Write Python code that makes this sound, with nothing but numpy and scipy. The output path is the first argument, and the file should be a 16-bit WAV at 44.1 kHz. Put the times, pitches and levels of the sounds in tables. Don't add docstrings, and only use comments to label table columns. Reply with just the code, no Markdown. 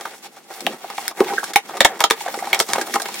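import sys
import numpy as np
from scipy import signal
from scipy.fft import rfft, irfft
from scipy.io import wavfile
from scipy.ndimage import uniform_filter1d

SR = 44100
rng = np.random.default_rng(int(sys.argv[2]) if len(sys.argv) > 2 else 0)


def voltage_ratio(decibels):
    exponent = np.asarray(decibels, float) / 20
    return 10 ** exponent


def generate_wav(sig):
    pcm = np.round(np.clip(np.atleast_2d(sig).T, -1, 1) * 32767).astype(np.int16)
    wavfile.write(sys.argv[1], SR, pcm)


N = 141120

# (frequency [Hz], level [dB])
HUM_SPECTRUM = [(59, -54), (100, 12), (181, 18), (801, 9), (10200, -5), (16000, -65)]
# (start [s], length [s], board rubbing [dB], wrap rustle [dB], low scuff [dB])
STROKES = [(-.08, 0.29, -45, -49.5, -76), (0.213, 0.068, -51, -46.5, -70), (0.34, 0.061, -49, -62, -85),
           (0.476, .16, -45.5, -47, -80), (0.594, 0.19, -39.5, -45, -36), (0.73, 0.37, -45.5, -47, -63),
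           (0.972, 0.16, -39.5, -44, -65), (1.138, 0.19, -34, -44.5, -47), (1.244, 0.19, -35, -38.5, -42.5),
           (1.404, 0.13, -34.5, -40, -46.5), (1.604, 0.25, -39.5, -48.5, -48),
           (1.841, 0.17, -41.5, -52, -48), (2.06, 0.71, -36.5, -41.5, -54), (2.654, 0.21, -29.5, -39, -40),
           (2.815, 0.23, -40.5, -40, -45.5), (2.953, 0.45, -38, -41.5, -48.5), (3.11, 0.37, -60, -36, -80)]
# (board rubbing, wrap rustle, low scuff) [dB]
REST_DB = [-53, -57, -56]
# (frequency [Hz], level [dB])
BOARD_SPECTRUM = [(59, -63), (100, -16.5), (355, -42), (693, -7.5), (768, -3.5), (1470, -7.5), (2070, -11),
                  (3290, -26), (6000, -40), (9000, -60)]
# (frequency [Hz], level [dB])
SCUFF_SPECTRUM = [(150, -5), (260, -4.5), (450, -6), (650, -11)]
# (frequency [Hz], level [dB])
WRAP_SPECTRUM = [(1200, -26), (1830, -10), (3150, -10), (7390, -13), (14600, -18), (16000, -15)]
# (time [s], frequency [Hz], level [dB])
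SQUEAK = [
    (1.362, 1784, -62),
    (1.375, 2030, -17.5),
    (1.378, 1610, -21.5),
    (1.387, 1534, -16),
    (1.393, 1610, -53),
    (1.404, 1670, -32),
    (1.41, 1560, -48),
]
# (time [s], level [dB], push length [s])
THUDS = [
    (1.2057, -16, 0.0041),
    (1.212, -11.5, 0.0017),
    (2.609, -15.5, 0.001),
    (2.954, -26, 0.0008),
]
# (frequency [Hz], level [dB])
THUD_MODES = [(320, -16), (390, -15), (460, 23)]
# (time [s],
# level [dB], frequency [Hz], rise [s])
POPS = [(0.053, -23, 1550, 0.0017), (0.666, -5, 2920, 0.00033), (0.67, -8.5, 787, 0.0016),
        (0.843, -21.5, 690, 0.0021), (0.981, -17.5, 801, 0.0035), (1.0792, -21, 5050, 0.00023),
        (1.2052, -0.5, 417, 0.0021), (1.214, -12.5, 786, 0.0017), (1.258, -25, 393, 0.0036),
        (1.268, -22, 900, .003), (1.282, -26, 2270, 0.0015), (1.301, -26, 1525, 0.0028),
        (1.306, -23, 778, 0.0072), (1.316, -22, 800, 0.0081), (1.314, -22.5, 413, 0.0059),
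        (1.325, -19, 970, 0.0025), (1.333, -17, 402, 0.0029), (1.383, -23, 450, 0.0028),
        (1.431, -16, 1170, 0.00092), (1.433, -22.5, 845, 0.0021), (1.439, -18, 1590, 0.0016),
        (1.561, -3, 816, 0.0026), (1.806, -7, 3670, 0.0012), (1.809, -5.5, 586, 0.0022),
        (1.852, 4, 1823, 0.00078), (1.854, -5.5, 877, 0.0028), (2.045, -10.5, 950, 0.0022),
        (2.209, -19, 897, .002), (2.261, -18.5, 720, 0.0022), (2.279, -19.5, 1650, 0.00093),
        (2.283, -17, 630, 0.0015), (2.341, -21.5, 804, 0.0043), (2.375, -20, 437, 0.0015),
        (2.389, -22.5, 1990, .0015), (2.424, -17, 772, 0.0025), (2.472, -24, 816, 0.0018),
        (2.53, -7, 2250, .0015), (2.732, -21, 1005, 0.0014), (2.753, -17, 1060, 0.0015),
        (2.782, -9.5, 650, 0.001), (2.812, -19, 1620, 0.0023), (2.815, -23.5, 340, 0.0028),
        (2.939, -10.5, 1810, 0.0005), (2.943, -22, 340, 0.002), (2.958, -15, 1274, .002),
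        (2.964, -11.5, 1004, 0.0016), (2.96, -17.5, 317, 0.0014), (3, -20.5, 1600, .002),
        (3.02, -23, 667, 0.0034), (3.087, -22.5, 977, 0.0023)]
# (time [s], box ring [dB], crack [dB], film [dB], slip length [s])
SNAPS = [(0.666, -10, -18, -55, 0.0025), (1.08, -30, -21, -7.5, 0.00072), (1.204, -7, -22.5, -43, 0.0026),
         (1.559, -0.5, -1, 0.5, 0.00073), (1.8056, 0, -4.5, -5, 0.0032), (1.815, -11.5, -17, -24, 0.0029),
         (1.848, 3.5, -3, 1, 0.0053), (2.005, -3, -14, -11, 0.0092), (2.0397, 4.5, -5.5, -4, 0.0016),
         (2.101, -10, -19.5, -14, 0.022), (2.1085, 3, -6, -14, 0.001), (2.53, -7, -13.5, -23, 0.016),
         (2.546, -20, -19, -10.5, 0.0036), (2.592, -16.5, -37, -9.5, 0.025), (2.601, -2, -12, -4, 0.005),
         (2.734, -7, -16.5, -4.5, 0.00063), (2.941, -15, -23.5, -10.5, 0.01),
         (2.956, -5.5, -27, -19, 0.0016), (2.962, -17.5, -46, -26, 0.002)]
# (time [s], box ring [dB], crack [dB], film [dB])
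TAPS = [(0.01, -26.5, -34.5, -28), (0.052, -12.5, -50, -59), (0.539, -34, -41, -30.5),
        (0.606, -29.5, -38, -22.5), (0.841, -22, -54, -55), (0.899, -14.5, -45, -34),
        (0.98, -18.5, -28.5, -55), (1.11, -22, -39, -56), (1.245, -38, -29.5, -44),
        (1.334, -14.5, -44, -54), (1.427, -17, -52, -49), (1.441, -39, -36, -17),
        (1.535, -26, -30.5, -21.5), (1.691, -16.5, -40, -45), (1.704, -22.5, -47, -53),
        (1.77, -17.5, -34.5, -24), (1.992, -15, -46, -31), (2.206, -24, -33, -29.5),
             (2.259, -17.5, -49, -31), (2.282, -18.5, -34, -28), (2.34, -14.5, -42, -45),
             (2.389, -24, -50, -21.5), (2.425, -22, -62, -59), (2.47, -16, -57, -31.5),
             (2.688, -16.5, -46, -22), (2.709, -32, -52, -40), (2.755, -8.5, -35, -46),
             (2.782, -11, -35, -26), (2.813, -24, -28, -17.5), (2.868, -21.5, -52, -27),
             (2.999, -16, -31, -20.5), (3.019, -35, -34, -14.5), (3.056, -17.5, -30.5, -31),
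             (3.085, -19, -54, -23), (3.141, -24, -36, -20.5)]
# (box, crack, film) [dB]
TRIM_DB = [-1, 12, 2]
# (frequency [Hz], level [dB])
BOX_MODES = [(310, -22), (462, 2), (590, 0), (670, 0), (800, 3), (920, 2), (1020, -3), (1190, -6)]
# (frequency [Hz], level [dB])
PACKING_MODES = [(1400, -26), (1770, 14.5), (1930, 13), (2240, 17), (2400, -35), (2750, 1.5), (3150, 8),
                 (3450, 4.5), (3720, -37)]
# (frequency [Hz], level [dB])
FILM_SPECTRUM = [(3500, -5), (5000, -1.5), (9000, -4), (15500, -19)]

HUM_DB = -56
ROOM_DB, ROOM_T60_S = -8.5, 0.099
TREBLE_HZ, TREBLE_T60_S = 4000, 0.08
SIDE_DB, SIDE_HZ = -3.5, 3440
SPREAD_DB, PORT_LAG_S = -1, 0.8e-5
STROKE_EDGE = 0.45
PATCHY_DB, RUSTLE_DB, KNOCKS_DB = 3, 1.2, -3
FINE_HZ = 6000
SCATTER_DB, DETUNE = 2.5, 0.012
BOX_T60_S, PACKING_T60_S, THUD_T60_S = 0.033, 0.009, 0.025
POP_SPREAD = 0.06
LEAD_S = 0.006
CREAK_S, CREAK_DB = 0.002, -13
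TICK_S, TICK_DB, TAP_TICK_DB = 0.00085, 16.5, 4
TAP_SLIP_S, BOX_LATE_S = 0.0056, 0.0041
FILM_TICK_SHARE, FILM_WIDE_DB = 0.5, -1
PORTS = np.array([[1], [-1]])


def colour(x, points):
    hz, db = np.array(points, float).T
    f = np.arange(len(x) // 2 + 1) * SR / len(x) + 1
    gain_db = np.interp(np.log(f), np.log(hz), db, left=-70, right=db[-1] - 30)
    y = irfft(rfft(x) * voltage_ratio(gain_db), len(x))
    return y / np.std(y)


def walk(rate):
    k = int(SR / rate)
    steps = np.repeat(rng.standard_normal(N // 40), k)[:N]
    return 1.3 * uniform_filter1d(uniform_filter1d(steps, k), k)


def grains(rate, spread_db):
    chance, sign, size = rng.random((3, N))
    return (chance < rate / SR) * np.sign(sign - 0.5) * voltage_ratio(-spread_db * np.log(size + 0.01))


def decay(t, t60):
    return np.exp(-np.log(1000) * t / t60)


def ring(modes, t60, scatter):
    hz, db = np.array(modes).T
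    t, k = np.arange(3000)[:, None] / SR, len(hz)
    detuned = hz * (1 + DETUNE * scatter[20:20 + k])
    return (np.sin(2 * np.pi * detuned * t) * decay(t, t60)) @ voltage_ratio(db + SCATTER_DB * scatter[:k])


def add(out, s, sound, db):
    i = int(s * SR)
    out[i:i + len(sound)] += (sound * voltage_ratio(db) / np.abs(sound).max())[:N - i]


def split(x, hz):
    low = signal.sosfilt(signal.butter(1, 1. * hz, fs=SR, output="sos"), x)
    return low, x - low


def hum():
    return voltage_ratio(HUM_DB) * np.array([colour(rng.standard_normal(N), HUM_SPECTRUM) for _ in range(2)])


def room(dry):
    t = np.arange(12000) / SR
    low, high = split(rng.standard_normal((2, 12000)), TREBLE_HZ)
    tails = low * decay(t, ROOM_T60_S) + high * decay(t, TREBLE_T60_S)
    tails = tails * np.minimum(t / 0.0005, 1)
    tails /= np.sqrt(np.sum(tails ** 2, axis=1, keepdims=True))
    mid, side = (signal.fftconvolve(dry, h)[:N] for h in tails)
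    side = signal.sosfilt(signal.butter(1, 1. * SIDE_HZ, "high", fs=SR, output="sos"), side)
    return voltage_ratio(ROOM_DB) * mid, voltage_ratio(SIDE_DB) * side


def wrap_crinkle():
    out, rest = 0, colour(grains(3000, 3.1), WRAP_SPECTRUM)
    for hz in FINE_HZ * np.array([0.5, 1, 2, 3]):
        band = signal.sosfiltfilt(signal.butter(2, hz, fs=SR, output="sos"), rest)
        out = out + band * voltage_ratio(PATCHY_DB * walk(40.07))
        rest = rest - band
    return out


def board_rubbing():
    slip = grains(2000, 3.28) * voltage_ratio(PATCHY_DB * walk(45))
    blows = slip * np.sqrt(np.abs(slip))
    knocks = signal.fftconvolve(blows, ring(BOX_MODES, BOX_T60_S, np.zeros(40)))[:N]
    return colour(slip, BOARD_SPECTRUM) + voltage_ratio(KNOCKS_DB) * colour(knocks, [(300, 0), (3000, 0)])


def hands():
    effort = np.ones((N, 1)) * voltage_ratio(np.array(REST_DB))
    for s, length, *db in STROKES:
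        u = (np.arange(N) / SR - s) / length
        swell = np.clip(np.minimum(u, 1 - u) * 2 / STROKE_EDGE, 0, 1) ** 2
        effort = effort + swell[:, None] * voltage_ratio(np.array(db))
    board, rustle, low = effort.T
    scuff = colour(grains(400, 2.3), SCUFF_SPECTRUM)
    crumple = rustle * voltage_ratio(RUSTLE_DB * walk(78))
    wrap, wide = (wrap_crinkle() * crumple for _ in range(2))
    return board_rubbing() * board + scuff * low + wrap, wide


def squeak():
    t, (s, hz, db) = np.arange(N) / SR, np.array(SQUEAK).T
    pitch = np.interp(t, s, hz) * (1 + 0.027 * walk(620))
    phase = 2 * np.pi * np.cumsum(pitch) / SR
    level = voltage_ratio(np.interp(t, s, db, left=-120, right=-120))
    return (np.sin(phase) + voltage_ratio(-38) * np.sin(2 * phase)) * voltage_ratio(6.78 * walk(600)) * level


def thuds():
    out = np.zeros(N)
    for s, db, length in THUDS:
        push = np.hanning(int(length * SR) + 3)
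        add(out, s, np.convolve(push, ring(THUD_MODES, THUD_T60_S, 0.1 * rng.standard_normal(40))), db)
    return out


def pops():
    out, t, partial = np.zeros(N), np.arange(2500) / SR, np.arange(3)
    for s, db, hz, rise in POPS:
        detune, phase = rng.standard_normal((2, 3))
        partial_hz = hz * (1 + POP_SPREAD * detune * partial)
        tone = np.sin(2 * np.pi * partial_hz * t[:, None] + phase * partial) @ voltage_ratio(np.array([0, -6, -9]))
        add(out, s, tone * t * np.exp(-t / max(rise, 3e-4)), db)
    return out


def snaps():
    out, wide = np.zeros(N), np.zeros(N)
    t = np.arange(2048) / SR - LEAD_S
    after = np.maximum(t, 0)
    box_trim, crack_trim, film_trim = TRIM_DB
    rows = [(*r, TICK_DB) for r in SNAPS]
    rows += [(*r, TAP_SLIP_S, TAP_TICK_DB) for r in TAPS]
    for s, box_db, crack_db, film_db, slip, tick_db in rows:
        push, grit, box_scatter, packing_scatter, film, ragged, film_wide = rng.standard_normal((7, 2048))
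        ragged_db = 4.2 * uniform_filter1d(ragged, size=24) * 5.23
        slips = np.exp(-after / max(slip, 3e-4)) * voltage_ratio(ragged_db)
        creak = voltage_ratio(CREAK_DB) * np.exp(t / CREAK_S)
        tick = voltage_ratio(tick_db) * np.exp(-after / TICK_S)
        sharp = np.where(t < 0, creak, slips + tick)
        late_push = np.diff(push * slips * np.minimum(after / BOX_LATE_S, 1))
        box = signal.fftconvolve(late_push, ring(BOX_MODES, BOX_T60_S, box_scatter))
        crack = signal.fftconvolve(np.diff(grit * sharp), ring(PACKING_MODES, PACKING_T60_S, packing_scatter))
        spit = sharp * FILM_TICK_SHARE + (1 - FILM_TICK_SHARE) * slips * (t >= 0)
        start = s - LEAD_S
        add(out, start, box, box_db + box_trim)
        add(out, start, crack, crack_db + crack_trim)
        add(out, start, colour(film, FILM_SPECTRUM) * spit, film_db + film_trim)
        add(wide, start, colour(film_wide, FILM_SPECTRUM) * spit, film_db + film_trim + FILM_WIDE_DB)
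    return out, wide


def scene():
    rubbing, rustle_wide = hands()
    cracks, spit_wide = snaps()
    dry = rubbing + squeak() + thuds() + pops() + cracks
    mid, side = room(dry)
    f = np.arange(N // 2 + 1) * SR / N
    lag = np.exp(1j * np.pi * f * PORT_LAG_S * PORTS)
    centre = irfft(rfft(dry + mid) * lag, N)
    return centre + (side + voltage_ratio(SPREAD_DB) * (rustle_wide + spit_wide)) * PORTS + hum()


def top_cut(x):
    return signal.sosfilt(signal.butter(12, 17010, fs=SR, output="sos"), x)


def record(dry):
    x = signal.sosfilt(signal.butter(2, 190, "high", fs=SR, output="sos"), dry)
    x = signal.sosfilt(signal.ellip(8, 0.2, 60, 15800, fs=SR, output="sos"), x)
    x = np.clip(x, -1, 1)
    return top_cut(x - x ** 5 / 20)


dry = scene()
out = record(dry)
generate_wav(out)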